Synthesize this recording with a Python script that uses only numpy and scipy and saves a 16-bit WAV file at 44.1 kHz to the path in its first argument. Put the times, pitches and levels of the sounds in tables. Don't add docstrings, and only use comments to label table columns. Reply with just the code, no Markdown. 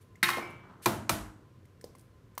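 import sys
import numpy as np
from scipy import signal
from scipy.io import wavfile

SR = 44100
rng = np.random.default_rng(int(sys.argv[2]) if len(sys.argv) > 2 else 0)


def unload_wav(signal):
    wavfile.write(
        sys.argv[1],
        SR,
        np.round(np.clip(np.atleast_2d(signal).T, -1, 1) * 32767).astype(np.int16),
    )


N = 105840
EDGES = 24 * 2 ** np.arange(0, 9.6, .5)


def from_db(db):
    return 10 ** (np.asarray(db) / 20)


def rms_one(x):
    return x / np.sqrt(np.mean(x ** 2) + 1e-20)


def at_hz(points, hz):
    point_hz, values = np.array(points).T
    return np.interp(np.log(hz), np.log(point_hz), values)


def bands(x):
    for low, high in zip(EDGES, EDGES[1:]):
        band_pass = signal.butter(2, [low, high], "band", fs=SR, output="sos")
        yield np.sqrt(low * high), signal.sosfilt(band_pass, x + 1e-18)


def colour(x, spectrum):
    centres = np.sqrt(EDGES[1:] * EDGES[:-1])
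    power = np.sum(from_db(at_hz(spectrum, centres)) ** 2 * np.diff(EDGES)) / (SR / 2)
    out = 0
    for k, (hz, band) in enumerate(bands(x)):
        sign = (-1) ** k
        out = out + sign * from_db(at_hz(spectrum, hz)) * band
    return out / np.sqrt(power)


def ring(s, db, modes, spread_db=0.0):
    out, chance = 0, rng.standard_normal((len(s), len(modes)))
    blow_samples = (np.asarray(s) * SR).astype(int)
    for k, ((hz, level_db, t60), luck) in enumerate(zip(modes, chance.T)):
        decay = from_db(-60 / (t60 * SR))
        turn = 2 * np.pi * hz / SR
        clicks = np.full(N, 1e-18)
        clicks[blow_samples] = from_db(db + level_db + spread_db * luck)
        tone = signal.lfilter([0, np.sin(turn)], [1, -2 * decay * np.cos(turn), decay * decay], clicks)
        out = out + (-1) ** k * tone
    return out


RISE_S = 0.0014


def crunch(s, db, length, grit_db=1.5):
    start, size = int(s * SR), 4096
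    t = np.arange(size) / SR
    unevenness = np.minimum(rng.exponential(1, size), 4)
    run = rng.choice([-1., 1.], size) * from_db(grit_db * unevenness)
    envelope = from_db(db - 20 * t / length) * (1 - np.exp(-t / RISE_S))
    out = np.zeros(N + size)
    out[start:start + size] = envelope * run
    return out[:N]


def resonance(x, hz, width_hz):
    r = np.exp(-np.pi * width_hz / SR)
    peak = signal.lfilter([1, 0, -1], [1, -2 * r * np.cos(2 * np.pi * hz / SR), r * r], x)
    return np.sqrt((1 - r * r) / 2) * peak


# (frequency [Hz], relative level [dB per Hz])
AIR_COLOUR = [(15, -61), (25, -33), (41, -10), (70, -15), (102, -4), (223, -18.5), (301, -8.5),
              (335, -22.5), (439, -18.5), (734, -36), (1040, -34.5), (1440, -29.5), (1560, -34.5),
              (13200, -53), (16000, -50)]
AIR_DB = -61.5
# (frequency [Hz], width [Hz], level [dB])
HUM = [(96, 9.2, -61.5), (407, 45, -89), (1029, 25, -75.5)]


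def background():
    out = from_db(AIR_DB) * colour(rng.standard_normal(N), AIR_COLOUR)
    for hz, width_hz, db in HUM:
        out = out + from_db(db) * rms_one(resonance(rng.standard_normal(N), hz, width_hz))
    return out


# (start [s], length [s], level [dB])
BRUSHES = [(0.0072, 0.025, -70.5), (0.82, .045, -52.5), (1.981, 0.024, -80), (0.5, 0.014, -66)]
# (frequency [Hz], relative level [dB per Hz])
BRUSH_COLOUR = [(880, -26), (1500, -13), (5040, -17.5), (5610, -7.5), (7300, -17), (8460, -3), (14300, -24),
                (15500, -40)]


def brushes():
    t, shape = np.arange(N) / SR, 0
    for s, length, db in BRUSHES:
        progress = np.clip((t - s) / length, 0, 1)
        shape = shape + from_db(db) * np.sqrt(np.sin(np.pi * progress).clip(0))
    return colour(shape * rng.standard_normal(N), BRUSH_COLOUR)


# (time [s], level [dB], egg body relative to the snap [dB], bright centre [Hz])
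SNAPS = [(0.1558, -52.5, -14, 6900), (1.6541, -56, -17, 8510), (1.8117, -45, -14, 8160),
         (1.842, -40.5, -13.5, 8370), (1.9511, -49, -14, 9050), (1.9564, -61.5, -5.5, 8940),
         (1.9824, -51, -33, 9880), (1.993, -48.5, -34, 8740), (2.0094, -53, -21, 9810),
         (2.351, -52.5, -20, 7630), (2.378, -25, -19.5, 13700)]
# (frequency [Hz], relative level [dB per Hz])
SNAP_COLOUR = [(1470, -40), (2500, -10.5), (4030, -12.5), (6020, -3.5), (7310, -10), (9570, -5.5),
               (11200, -12), (13000, -16), (15800, -6.5)]
# (frequency [Hz], relative level [dB], time to fade by 60 dB [s])
EGG = [(480, -0.5, 0.022), (1047, -2, 0.0164), (1790, -1.5, 0.013), (2080, 1, 0.024), (5000, 4, 0.004)]
SNAP_S, SNAP_GAIN_DB, EGG_GAIN_DB = 0.0071, -10, 3.5
SNAP_PEAK_DB, SNAP_Q = -4.5, 7.2


def snaps():
    fractures = 0
    for s, db, _, hz in SNAPS:
        grit = crunch(s, db + SNAP_GAIN_DB, SNAP_S)
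        fractures = fractures + grit + from_db(SNAP_PEAK_DB) * resonance(grit, hz, hz / SNAP_Q)
    s, db, body_db, _ = np.transpose(SNAPS)
    body = ring(s, db + body_db + EGG_GAIN_DB, EGG, spread_db=7.5)
    return colour(fractures, SNAP_COLOUR) + body


# (time [s], level [dB], clack centre [Hz], sharpness [Q],
# crack relative to the level [dB], length [s], blow on the bin [dB])
BOUNCES = [(0.2285, -14.5, 1930, 5.2, -9.5, 0.016, 1.5), (.2408, -16, 2110, 4.8, -9, 0.0021, -1.5),
           (0.255, -31.5, 2050, 5.9, -17, 0.031, -10.5), (0.283, -28.5, 2010, 6.7, -2, 0.0043, -10),
           (.287, -18.5, 1050, 2.8, -13, 0.015, -13), (0.302, -20, 1450, 3.4, -7, 0.004, -5.5),
           (0.332, -40.5, 2000, 7.3, -8, 0.028, -12), (0.369, -23.5, 305, 0.61, -23, 0.017, -21),
           (0.38, -24.5, 500, 0.76, -25, 0.013, -17), (0.392, -44, 700, 0.6, -6, .008, -31.5)]
# (frequency [Hz], relative level [dB per Hz])
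CRACK_COLOUR = [(470, -39), (800, -5), (1190, -16.5), (1850, 4), (2490, -8.5), (5140, -6), (6760, -4),
                (7290, -5.5), (14300, -7), (15800, -22)]
# (frequency [Hz], relative level [dB], time to fade by 60 dB [s])
BIN = [(135, -44, .3), (200, -41, 0.35), (350.6, -38.5, 0.73), (706, -52.5, 0.42), (864, -38, .2),
       (1066, -41, .6), (1307, -41.5, 0.36), (1443, -43.5, 0.36), (1569.5, -44, .2), (1810, -36.5, 0.25),
       (1942, -29.5, .05), (2070, -38.5, 0.11), (2132, -31.5, 0.51), (2460, -40, 0.4), (3210, -42.5, 0.16),
       (3770, -29, 0.053), (4290, -34.5, 0.046)]


def tossed_shell():
    impacts = 0
    for s, db, hz, sharp, crack_db, length, _ in BOUNCES:
        grit = crunch(s, db, length)
        clack = resonance(resonance(grit, hz, hz / sharp), hz, 2 * hz) * np.sqrt(4 * hz / SR)
        crack = from_db(crack_db) * colour(grit, CRACK_COLOUR)
        impacts = impacts + clack + crack
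    s, *_, blow_db = np.transpose(BOUNCES)
    return impacts, ring(s, blow_db, BIN, spread_db=3.0) + tinkle()


# (time [s], level [dB])
TINKLES = [(.395, -40)]
# (frequency [Hz], relative level [dB], time to fade by 60 dB [s])
TINKLE = [(2298, -2, 0.71), (5184, -12, 0.27)]
TINKLE_SWELL_S, TINKLE_FADE_S = .03, 0.033
TINKLE_STOP_S = 0.683


def tinkle():
    t = np.arange(N) / SR
    swell = np.clip((t - TINKLES[0][0]) / TINKLE_SWELL_S, 0, 1) ** 2
    damping = np.exp(-np.clip(t - TINKLE_STOP_S, 0, None) / TINKLE_FADE_S)
    return swell * damping * ring(*np.transpose(TINKLES), TINKLE)


# (time [s], level [dB])
SETTLING = [(0.42, -39), (0.43, -50.5), (0.604, -61.5), (0.706, -52.5), (0.794, -67.5), (0.82, -54.5)]
# (frequency [Hz], relative level [dB per Hz])
SETTLE_COLOUR = [(88, -26), (150, 7.5), (292, -13.5), (345, 3), (465, -11), (1650, -2), (1790, -25.5),
                 (8000, -43), (10400, -76), (17600, -120)]
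SETTLE_PER_S = 1500


def settling():
    s, db = np.transpose(SETTLING)
    grains = (rng.random(N) < SETTLE_PER_S / SR) * rng.standard_normal(N)
    level_db = np.interp(np.arange(N) / SR, s, db, left=-120, right=-120)
    return from_db(level_db) * rms_one(colour(grains, SETTLE_COLOUR))


# (time [s], level [dB], shell crack [dB], body thud [dB], deep boom [dB], crack length [s])
KNOCKS = [(0.858, -15.5, -5, -3.5, -26, 0.0083), (1.093, -19.5, -0.5, -3, -12, 0.0087)]
# (frequency [Hz], relative level [dB per Hz])
THUD_COLOUR = [(35, -35), (60, 0), (236, -1), (753, -14.5), (1030, 7.5), (2090, -30.5), (2360, -14.5),
               (3360, -23), (4000, -11), (5200, -35), (8800, -120)]
# (frequency [Hz], relative level [dB], time to fade by 60 dB [s])
BENCH = [(104.7, -21.5, 0.98), (130.2, -19.5, 0.44), (205, -21, 0.69), (225.7, -22, 0.57),
         (311.5, -22, 0.7), (350.5, -10.5, .2), (536, -20.5, 0.24), (633, -21.5, 0.44),
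         (682.3, -18.5, 0.39), (1008, -23.5, 0.27), (1006, -6, 0.065), (1226, -19, 0.074),
         (1236, -25.5, 0.17), (2400, -6.5, 0.047), (4080, -8, 0.0095), (6430, -13, .02)]
# (frequency [Hz], relative level [dB], time to fade by 60 dB [s])
BOOM = [(51.4, -9, 0.6), (75, -32, .45), (96.8, -13, 0.27)]
THUD_LOW_HZ, BOOM_DELAY_S = 150, 0.018


def knocks():
    impacts, low_cut = 0, signal.butter(4, THUD_LOW_HZ, "high", fs=SR, output="sos")
    for s, db, crack_db, thud_db, _, length in KNOCKS:
        crack = colour(crunch(s, db + crack_db, length), CRACK_COLOUR)
        thud = colour(crunch(s + 0.00082, db + thud_db, 2 * length), THUD_COLOUR)
        impacts = impacts + crack + signal.sosfilt(low_cut, thud)
    s, db, _, _, boom_db, _ = np.transpose(KNOCKS)
    bench = ring(s + .001, db, BENCH, spread_db=1.5)
    return impacts, bench + ring(s + BOOM_DELAY_S, db + boom_db, BOOM)


# (frequency [Hz], time to fade by 60 dB [s])
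ROOM_T60 = [(60, 0.17), (250, .45), (1000, 0.62), (3000, 0.37), (8000, 0.43), (15000, 0.23)]
# (frequency [Hz], level relative to the sound fed in [dB])
ROOM_DB = [(60, 5.5), (250, -1.5), (1000, -6), (3000, -3.5), (8000, -4), (15000, 1.5)]
ROOM_DELAY_S = 0.0017


def kitchen(x):
    out, white = 0, [dict(bands(w)) for w in rng.standard_normal((2, N))]
    late = np.concatenate([np.zeros(int(ROOM_DELAY_S * SR)), x])[:N]
    for k, (hz, band) in enumerate(bands(late)):
        keep = from_db(-120 / (at_hz(ROOM_T60, hz) * SR))
        energy = signal.lfilter([1 - keep], [1, -keep], band ** 2)
        noise = rms_one(white[k % 2][hz])
        out = out + from_db(at_hz(ROOM_DB, hz)) * np.sqrt(energy) * noise
    return out


RING_ROOM_DB, SNAP_ROOM_DB = -5.5, -4


def scene():
    held = snaps()
    clack, bin_ring = tossed_shell()
    knock, bench_ring = knocks()
    handled = brushes() + clack + settling() + knock
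    rings = bin_ring + bench_ring
    wet = kitchen(handled + from_db(RING_ROOM_DB) * rings + from_db(SNAP_ROOM_DB) * held)
    return (handled + rings + held + wet + background())[None]


MIC_LOW_HZ, CUTOFF_HZ = 45, 16400


def record(dry):
    x = signal.sosfilt(signal.butter(2, MIC_LOW_HZ, "high", fs=SR, output="sos"), dry)
    return signal.sosfilt(signal.cheby2(12, 60, CUTOFF_HZ, fs=SR, output="sos"), x)


dry = scene()
out = record(dry)
unload_wav(out)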